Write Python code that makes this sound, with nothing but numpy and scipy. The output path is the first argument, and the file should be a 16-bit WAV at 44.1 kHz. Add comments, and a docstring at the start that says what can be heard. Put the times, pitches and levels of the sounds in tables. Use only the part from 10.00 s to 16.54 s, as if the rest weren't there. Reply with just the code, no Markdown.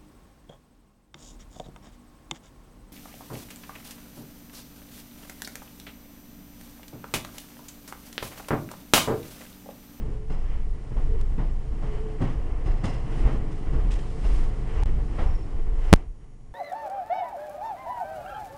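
"""Inside a passenger carriage, rolling slowly over the points outside a station, then running quietly.
Rough rails force the body to boom on its springs, the floor to drum and the wheels to roar. Wheels
strike joints and grind through the points; on the curve, stick-slip friction makes them groan and sing.
A faint hum, dry ticks and one hollow knock are heard. A small camera whines and drops out twice,
and one bump on its case overflows its range with a loud double crack."""
import sys
import numpy as np
from scipy import signal
from scipy.fft import rfft, irfft, next_fast_len
from scipy.io import wavfile
from scipy.ndimage import uniform_filter1d

SR = 44100
rng = np.random.default_rng(int(sys.argv[2]) if len(sys.argv) > 2 else 0)


def unload_wav(signal):
    """Save mono or channel-first audio to the path in sys.argv[1] as 16-bit WAV at rate SR, clipped to [-1, 1]."""
    wavfile.write(
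        sys.argv[1],
        SR,
        np.round(np.clip(np.atleast_2d(signal).T, -1, 1) * 32767).astype(np.int16),
    )


N = 288414
T = np.arange(N) / SR

# rough track, then smooth: (time [s], rolling roar [dB], floor drumming [dB], flange scrub [dB])
RIDE_LEVELS = [(.11, -48.5, -37, -67.5), (.25, -55.5, -43.5, -71), (.45, -55, -44, -68.5),
               (.82, -50.5, -44, -68), (1.05, -48.5, -38, -66), (1.62, -50, -41, -67.5),
               (2.05, -46, -39.5, -65), (2.55, -45, -41.5, -68), (3.02, -45.5, -36, -66.5),
               (3.35, -43, -33, -67), (3.6, -45.5, -38.5, -65), (3.8, -42, -36, -64.5),
               (4.1, -45, -38, -60.5), (4.9, -45, -35.5, -64.5), (5.5, -47.5, -40, -66),
               (6.01, -48.5, -47.5, -70), (6.1, -63, -52.5, -85), (6.54, -61.5, -52, -84.5)]
# the body lurching on its springs: (start [s], length [s], level [dB])
BODY_LURCHES = [(0.27, 0.49, -23.5), (0.953, 0.32, -20), (1.26, 0.35, -23.5), (1.674, 0.36, -27),
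                (2.194, 0.45, -26), (2.655, 0.12, -19.5), (3.219, 0.056, -13.5), (3.67, .31, -21),
                (4.23, 0.26, -18.5), (4.761, 0.26, -20), (5.195, 0.18, -19.5), (5.537, .45, -21),
                (6.038, 0.079, -28.5)]
# spectral envelopes: (frequency [Hz], relative level [dB])
BOOM_SPECTRUM = [(8, -31), (16, 2.5), (23, 5.5), (35, -3), (48, -4), (65, -14), (90, -26.5), (140, -44.5)]
FLOOR_SPECTRUM = [(50, -32), (90, 3), (138, 0.5), (172, -6), (215, -9), (300, -12), (400, -20), (700, -43)]
ROAR_SPECTRUM = [(150, -15.5), (300, 2.5), (430, -1), (600, -4.5), (850, -6), (1150, -8.5), (1550, -15.5),
                 (2050, -16.5), (2500, -19), (3100, -19), (3700, -36), (6000, -36.5), (11000, -62.5)]
SCRUB_SPECTRUM = [(1500, -23), (3000, 0.5), (4300, -0.5), (5300, -2), (6300, -5), (7500, -4), (9500, -5),
                  (11000, -15.5)]
CLANK_SPECTRUM = [(150, -5.5), (300, -2.5), (420, 4), (600, 4), (850, 1), (1150, -2), (1500, -9),
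                  (2050, -12.5), (2500, -16), (3100, -16.5), (3800, -24.5), (9000, -46)]
CLASH_SPECTRUM = [(700, -14), (1800, 3.5), (3000, 5), (4100, -2.5), (5300, -2.5), (6500, -3), (9000, -7.5),
                  (11000, -19.5)]
# resonances of bogie and shell, flange and wheel: (frequency [Hz], bandwidth [Hz], gain [dB])
SHELL_MODES = [(336, 30, 5), (439, 48, 7), (522, 87, 1.5), (759.4, 35, 3), (845, 75, 1), (1096, 66, 2.5),
               (1970, 520, 4)]
FLANGE_MODES = [(5250, 350, 2.5), (7360, 300, 2)]
WHEEL_MODES = [(883, 37, -5), (2060, 140, 3), (2760, 80, 6.5), (3014, 62, -5), (4080, 80, -3.5),
               (4600, 35, -1), (5090, 120, -0.5), (5400, 31, -16), (7700, 50, -20)]
# the camera's electronic tones: (frequency [Hz], relative level [dB])
WHINE_TONES = [(5599, -90.5), (5798, -89), (6702, -85.5), (7402, -91.5), (9598, -89.5)]
# a wheel binding on the curve: (middle [s], length [s], pitch at the middle [Hz], level [dB])
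WHEEL_GROANS = [(0.182, 0.51, 433, -49.5), (0.681, 0.33, 426, -55.5), (1.14, 0.067, 454, -40),
                (1.148, 0.26, 399, -46), (2.029, 0.36, 432, -39.5)]
# wheels striking joints and points:
# (time [s], thud [dB], clank [dB], clash [dB], ring [dB], rise [s], t60 of clank and clash [s])
JOINT_IMPACTS = [(.298, -34.5, -42.5, -62, -59.5, .004, 0.62), (.91, -32, -46, -78, -78, 0.011, 0.15),
                 (.963, -38, -42.5, -76, -71, 0.0046, 0.29), (1.378, -28, -38.5, -74, -69, 0.0041, 0.43),
                 (1.81, -33, -42.5, -62, -67, 0.023, 0.5), (2.198, -21.5, -35.5, -55, -59, 0.023, 0.56),
                 (2.647, -30, -41, -59, -56.5, 0.018, 0.71), (2.834, -24, -34.5, -48.5, -47, 0.0088, 0.49),
                 (3.23, -32, -36.5, -70, -64, 0.042, 0.53), (3.506, -46, -64, -57, -65, .016, 0.35),
                 (3.719, -28.5, -42, -64, -63, 0.021, 0.37), (3.903, -51, -50, -45, -63, 0.015, 0.4),
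                 (4.066, -44, -68, -56.5, -67, 0.007, 0.18), (4.235, -30.5, -41, -64, -55, 0.015, 0.19),
                 (5.179, -34, -33.5, -68, -63, 0.01, 0.55)]
# wheels pressed against the points: (middle [s], length [s], grinding [dB], flange scrub [dB])
POINT_GRINDS = [(.51, 0.35, -51, -81), (1.202, 0.065, -50.5, -66), (1.04, 0.15, -54.5, -73),
                (1.93, 0.19, -48.5, -72), (2.297, .16, -51, -70), (2.942, 0.061, -48, -62),
                (3.215, .42, -44.5, -60.5), (4.333, .36, -45.5, -56.5), (4.784, 0.33, -44, -67),
                (5.224, 0.26, -45.5, -62), (5.878, 0.27, -45.5, -61.5), (6.243, 0.1, -63, -83.5)]
# dry clicks: (time [s], relative level [dB])
DRY_TICKS = [(1.2135, -20), (2.2235, -31), (2.938, -30), (2.944, -30), (4.11, -36), (4.15, -38),
             (4.835, -16), (4.859, -23), (5.9615, -19)]
# brief losses of signal: (start [s], end [s], gain [dB], offset [full scale])
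SIGNAL_DROPOUTS = [(4.8354, 4.8585, -16, .02), (5.9415, 5.9615, -2, -.04)]
# a flange's trains of chirps: (middle [s], length [s], mean level [dB])
CHIRP_TRAINS = [(5.05, .3, -79), (5.355, .28, -68)]
# push and rebound on the camera: (time [s], half width [s], height before smoothing [full scale])
BUMP_PULSES = [(5.9335, .0085, -1.93), (5.9495, .018, .32)]


def undb(db):
    """Decibels to amplitude ratio."""
    return 10 ** (np.asarray(db) / 20)


def unit(x):
    """Normalisation to rms 1."""
    return x / np.sqrt(np.mean(x ** 2))


def noise():
    """White Gaussian noise."""
    return rng.standard_normal(N)


def wander(rate_hz):
    """Slow random modulation: random levels joined linearly, rms 1."""
    step = int(SR / rate_hz)
    levels = rng.standard_normal(N // step + 1)
    return unit(uniform_filter1d(np.repeat(levels, step), step)[:N])


def colour(x, spectrum, modes=()):
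    """Source-filter shaping: a smooth spectral envelope with resonance peaks on top, rms 1."""
    size = next_fast_len(N)
    hz = np.maximum(np.fft.rfftfreq(size, 1 / SR), 1)
    knots_hz, db = np.transpose(spectrum)
    gain = undb(np.interp(np.log(hz), np.log(knots_hz), db))
    gain *= np.minimum(hz / knots_hz[0], 1) ** 2 * np.minimum(knots_hz[-1] / hz, 1) ** 2
    for centre, width, lift_db in modes:
        gain *= undb(lift_db / (1 + (2 * (hz - centre) / width) ** 2))
    return unit(irfft(rfft(x, size) * gain, size)[:N])


def steady(x, span_s):
    """Division by the running rms evens out the strength of a vibration."""
    return unit(x / np.sqrt(uniform_filter1d(x ** 2, int(span_s * SR)) + 1e-3))


def rough_contact(grain_db, rate_hz):
    """Contact force of rough steel: noise whose strength varies from one rough spot to the next."""
    return noise() * undb(grain_db * wander(rate_hz))


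def wavering_tone(hz, width_hz):
    """Random modulation in quadrature spreads a tone into a narrow, fluttering band."""
    phase = 2 * np.pi * np.cumsum(np.full(N, hz)) / SR
    return steady(wander(width_hz) * np.sin(phase) + wander(width_hz) * np.cos(phase), span_s=.064)


def swell(middle, length):
    """Half-cosine envelope, 1 at its middle."""
    return np.cos(np.pi * np.clip((T - middle) / length, -.5, .5))


def gate(start, end, edge_s):
    """Trapezoidal envelope with its ramps centred on start and end."""
    return np.clip(np.minimum(T - start, end - T) / edge_s + .5, 0, 1)


def blow(start, rise, t60):
    """Envelope of a damped vibration: a linear rise, then an exponential decay."""
    decay = np.exp(-np.log(1000) * np.maximum(T - start - rise, 0) / t60)
    return np.clip((T - start) / rise, 0, 1) * decay


def rolling(roar_db, drum_db, scrub_db):
    """Forced vibration: rail roughness drives body, floor, shell and flanges; a rubbing wheel moans."""
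    lurch_power = sum((undb(db) * gate(start, start + length, edge_s=.068)) ** 2
                      for start, length, db in BODY_LURCHES)
    boom_gain = np.sqrt(undb(drum_db + 10) ** 2 + lurch_power)  # follows the floor; powers add
    boom = steady(colour(noise(), BOOM_SPECTRUM), span_s=.056) * boom_gain
    drum = steady(colour(noise(), FLOOR_SPECTRUM), span_s=.098) * undb(drum_db)
    roar = colour(rough_contact(grain_db=1.1, rate_hz=54), ROAR_SPECTRUM, SHELL_MODES)
    scrub = colour(rough_contact(grain_db=.6, rate_hz=39), SCRUB_SPECTRUM, FLANGE_MODES)
    moan = wavering_tone(hz=436.5, width_hz=28) * undb(roar_db - 11)
    return boom + drum + roar * undb(roar_db) + scrub * undb(scrub_db) + moan


def hum(roar_db):
    """Narrow-band noise is heard as a faint wavering hum; its level follows the roar."""
    return wavering_tone(hz=725, width_hz=8) * undb(roar_db - 16)


def camera_whine():
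    """Electronic self-noise: steady high tones over white hiss."""
    tones = sum(undb(db) * np.sqrt(2) * np.sin(2 * np.pi * hz * T) for hz, db in WHINE_TONES)
    return undb(2.5) * tones + undb(-72) * noise()


def wheel_groans(rise_hz_per_s=40):
    """Stick-slip friction drives a low wheel mode, whose pitch creeps up while the wheel binds."""
    out = np.zeros(N)
    for middle, length, hz, db in WHEEL_GROANS:
        pitch_hz = hz + rise_hz_per_s * (T - middle)
        out += wavering_tone(pitch_hz, width_hz=28) * swell(middle, length) * undb(db)
    return out


def wheel_ring():
    """Modal resonance: rough contact keeps the narrow modes of a steel wheel ringing."""
    force = noise()
    return unit(sum(undb(db) * signal.lfilter(*signal.iirpeak(hz, hz / width, fs=SR), force)
                    for hz, width, db in WHEEL_MODES))


def joint_impacts():
    """Impact excitation: as a wheel drops in, the floor thuds, the bogie clanks, steel clashes and rings."""
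    thud = steady(colour(noise(), FLOOR_SPECTRUM), span_s=.025)
    clank = steady(colour(noise(), CLANK_SPECTRUM, SHELL_MODES), span_s=.014)
    clash = colour(rough_contact(grain_db=-3.4, rate_hz=180), CLASH_SPECTRUM)
    ring = wheel_ring()
    out = np.zeros(N)
    for start, thud_db, clank_db, clash_db, ring_db, rise, t60 in JOINT_IMPACTS:
        out += blow(start, rise, .72 * t60) * undb(thud_db) * thud  # the floor is better damped
        out += blow(start, rise, t60) * (undb(clank_db) * clank + undb(clash_db) * clash)
        out += blow(start, rise, 1.3 * t60) * undb(ring_db) * ring  # the wheel rings on
    return out


def grinding(tilt_db_per_octave=2.5):
    """Sliding friction: a wheel pressed against the points roars more brightly and its flange scrubs."""
    bright = [(hz, db + tilt_db_per_octave * np.log2(hz)) for hz, db in ROAR_SPECTRUM]
    grind = colour(rough_contact(grain_db=1.2, rate_hz=42), bright, SHELL_MODES)
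    scrub = colour(rough_contact(grain_db=1.65, rate_hz=46), SCRUB_SPECTRUM, FLANGE_MODES)
    return sum(swell(middle, length) * (undb(grind_db) * grind + undb(scrub_db) * scrub)
               for middle, length, grind_db, scrub_db in POINT_GRINDS)


def ticks():
    """First-order relaxation: a sudden step that dies within a few samples is heard as a dry click."""
    impulses = np.zeros(N)
    for time, db in DRY_TICKS:
        impulses[int(time * SR)] = undb(db)
    return signal.lfilter([.5], [1, -.8], impulses)


def knock(start=4.825, hz=860):
    """One damped mode gives a small hollow knock inside the carriage."""
    return blow(start, rise=.0053, t60=.06) * np.sin(2 * np.pi * hz * (T - start)) * undb(-32)


def dropouts(x):
    """Attenuation and offset: the camera's signal briefly weakens and shifts off zero."""
    for start, end, db, offset in SIGNAL_DROPOUTS:
        lost = gate(start, end, edge_s=.003)
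        x = (1 - lost) * x + lost * (undb(db) * x + offset)
    return x


def flange_song(chirps_per_s=26, depth_db=7.5):
    """Stick-slip friction: a flange slipping sideways sings one thin note, pulsed into chirps."""
    envelope = np.zeros(N)
    for middle, length, db in CHIRP_TRAINS:
        pulsing_db = depth_db * np.cos(2 * np.pi * chirps_per_s * (T - middle))
        envelope += swell(middle, length) * undb(db + pulsing_db)
    return wavering_tone(hz=5430, width_hz=110) * envelope


def camera_bump():
    """A pressure transient: a push on the case and its rebound, as two rounded triangular pulses."""
    pressure = sum(height * np.interp(T, [time - half, time, time + half], [0, 1, 0])
                   for time, half, height in BUMP_PULSES)
    return uniform_filter1d(pressure, size=90)


def low_pass(x, hz):
    """Band limiting by a steep twelfth-order filter."""
    return signal.sosfiltfilt(signal.butter(12, hz, fs=SR, output="sos"), x)


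def overflow(x):
    """Wraparound: values beyond full scale jump to the other sign, each jump a broadband crack."""
    return (x + 1) % 2 - 1


def scene():
    """Superposition of the sources at a single microphone."""
    times, *levels = np.transpose(RIDE_LEVELS)
    roar_db, drum_db, scrub_db = (np.interp(T, times, db) for db in levels)
    running = rolling(roar_db, drum_db, scrub_db) + grinding() + joint_impacts()
    curve = wheel_groans() + flange_song()
    carriage = hum(roar_db) + knock()
    return (running + curve + carriage + camera_whine() + camera_bump())[None]


def record(dry, band_hz=11100, top_hz=16400):
    """Nonlinear distortion: dropouts and ticks are band-limited; only the overflow spreads higher."""
    wrapped = overflow(low_pass(dropouts(dry) + ticks(), band_hz))
    in_band = low_pass(wrapped, band_hz)
    crack_treble = undb(-14) * (wrapped - in_band)
    return low_pass(np.clip(in_band + crack_treble, -1, 1), top_hz)


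dry = scene()
out = record(dry)
unload_wav(out)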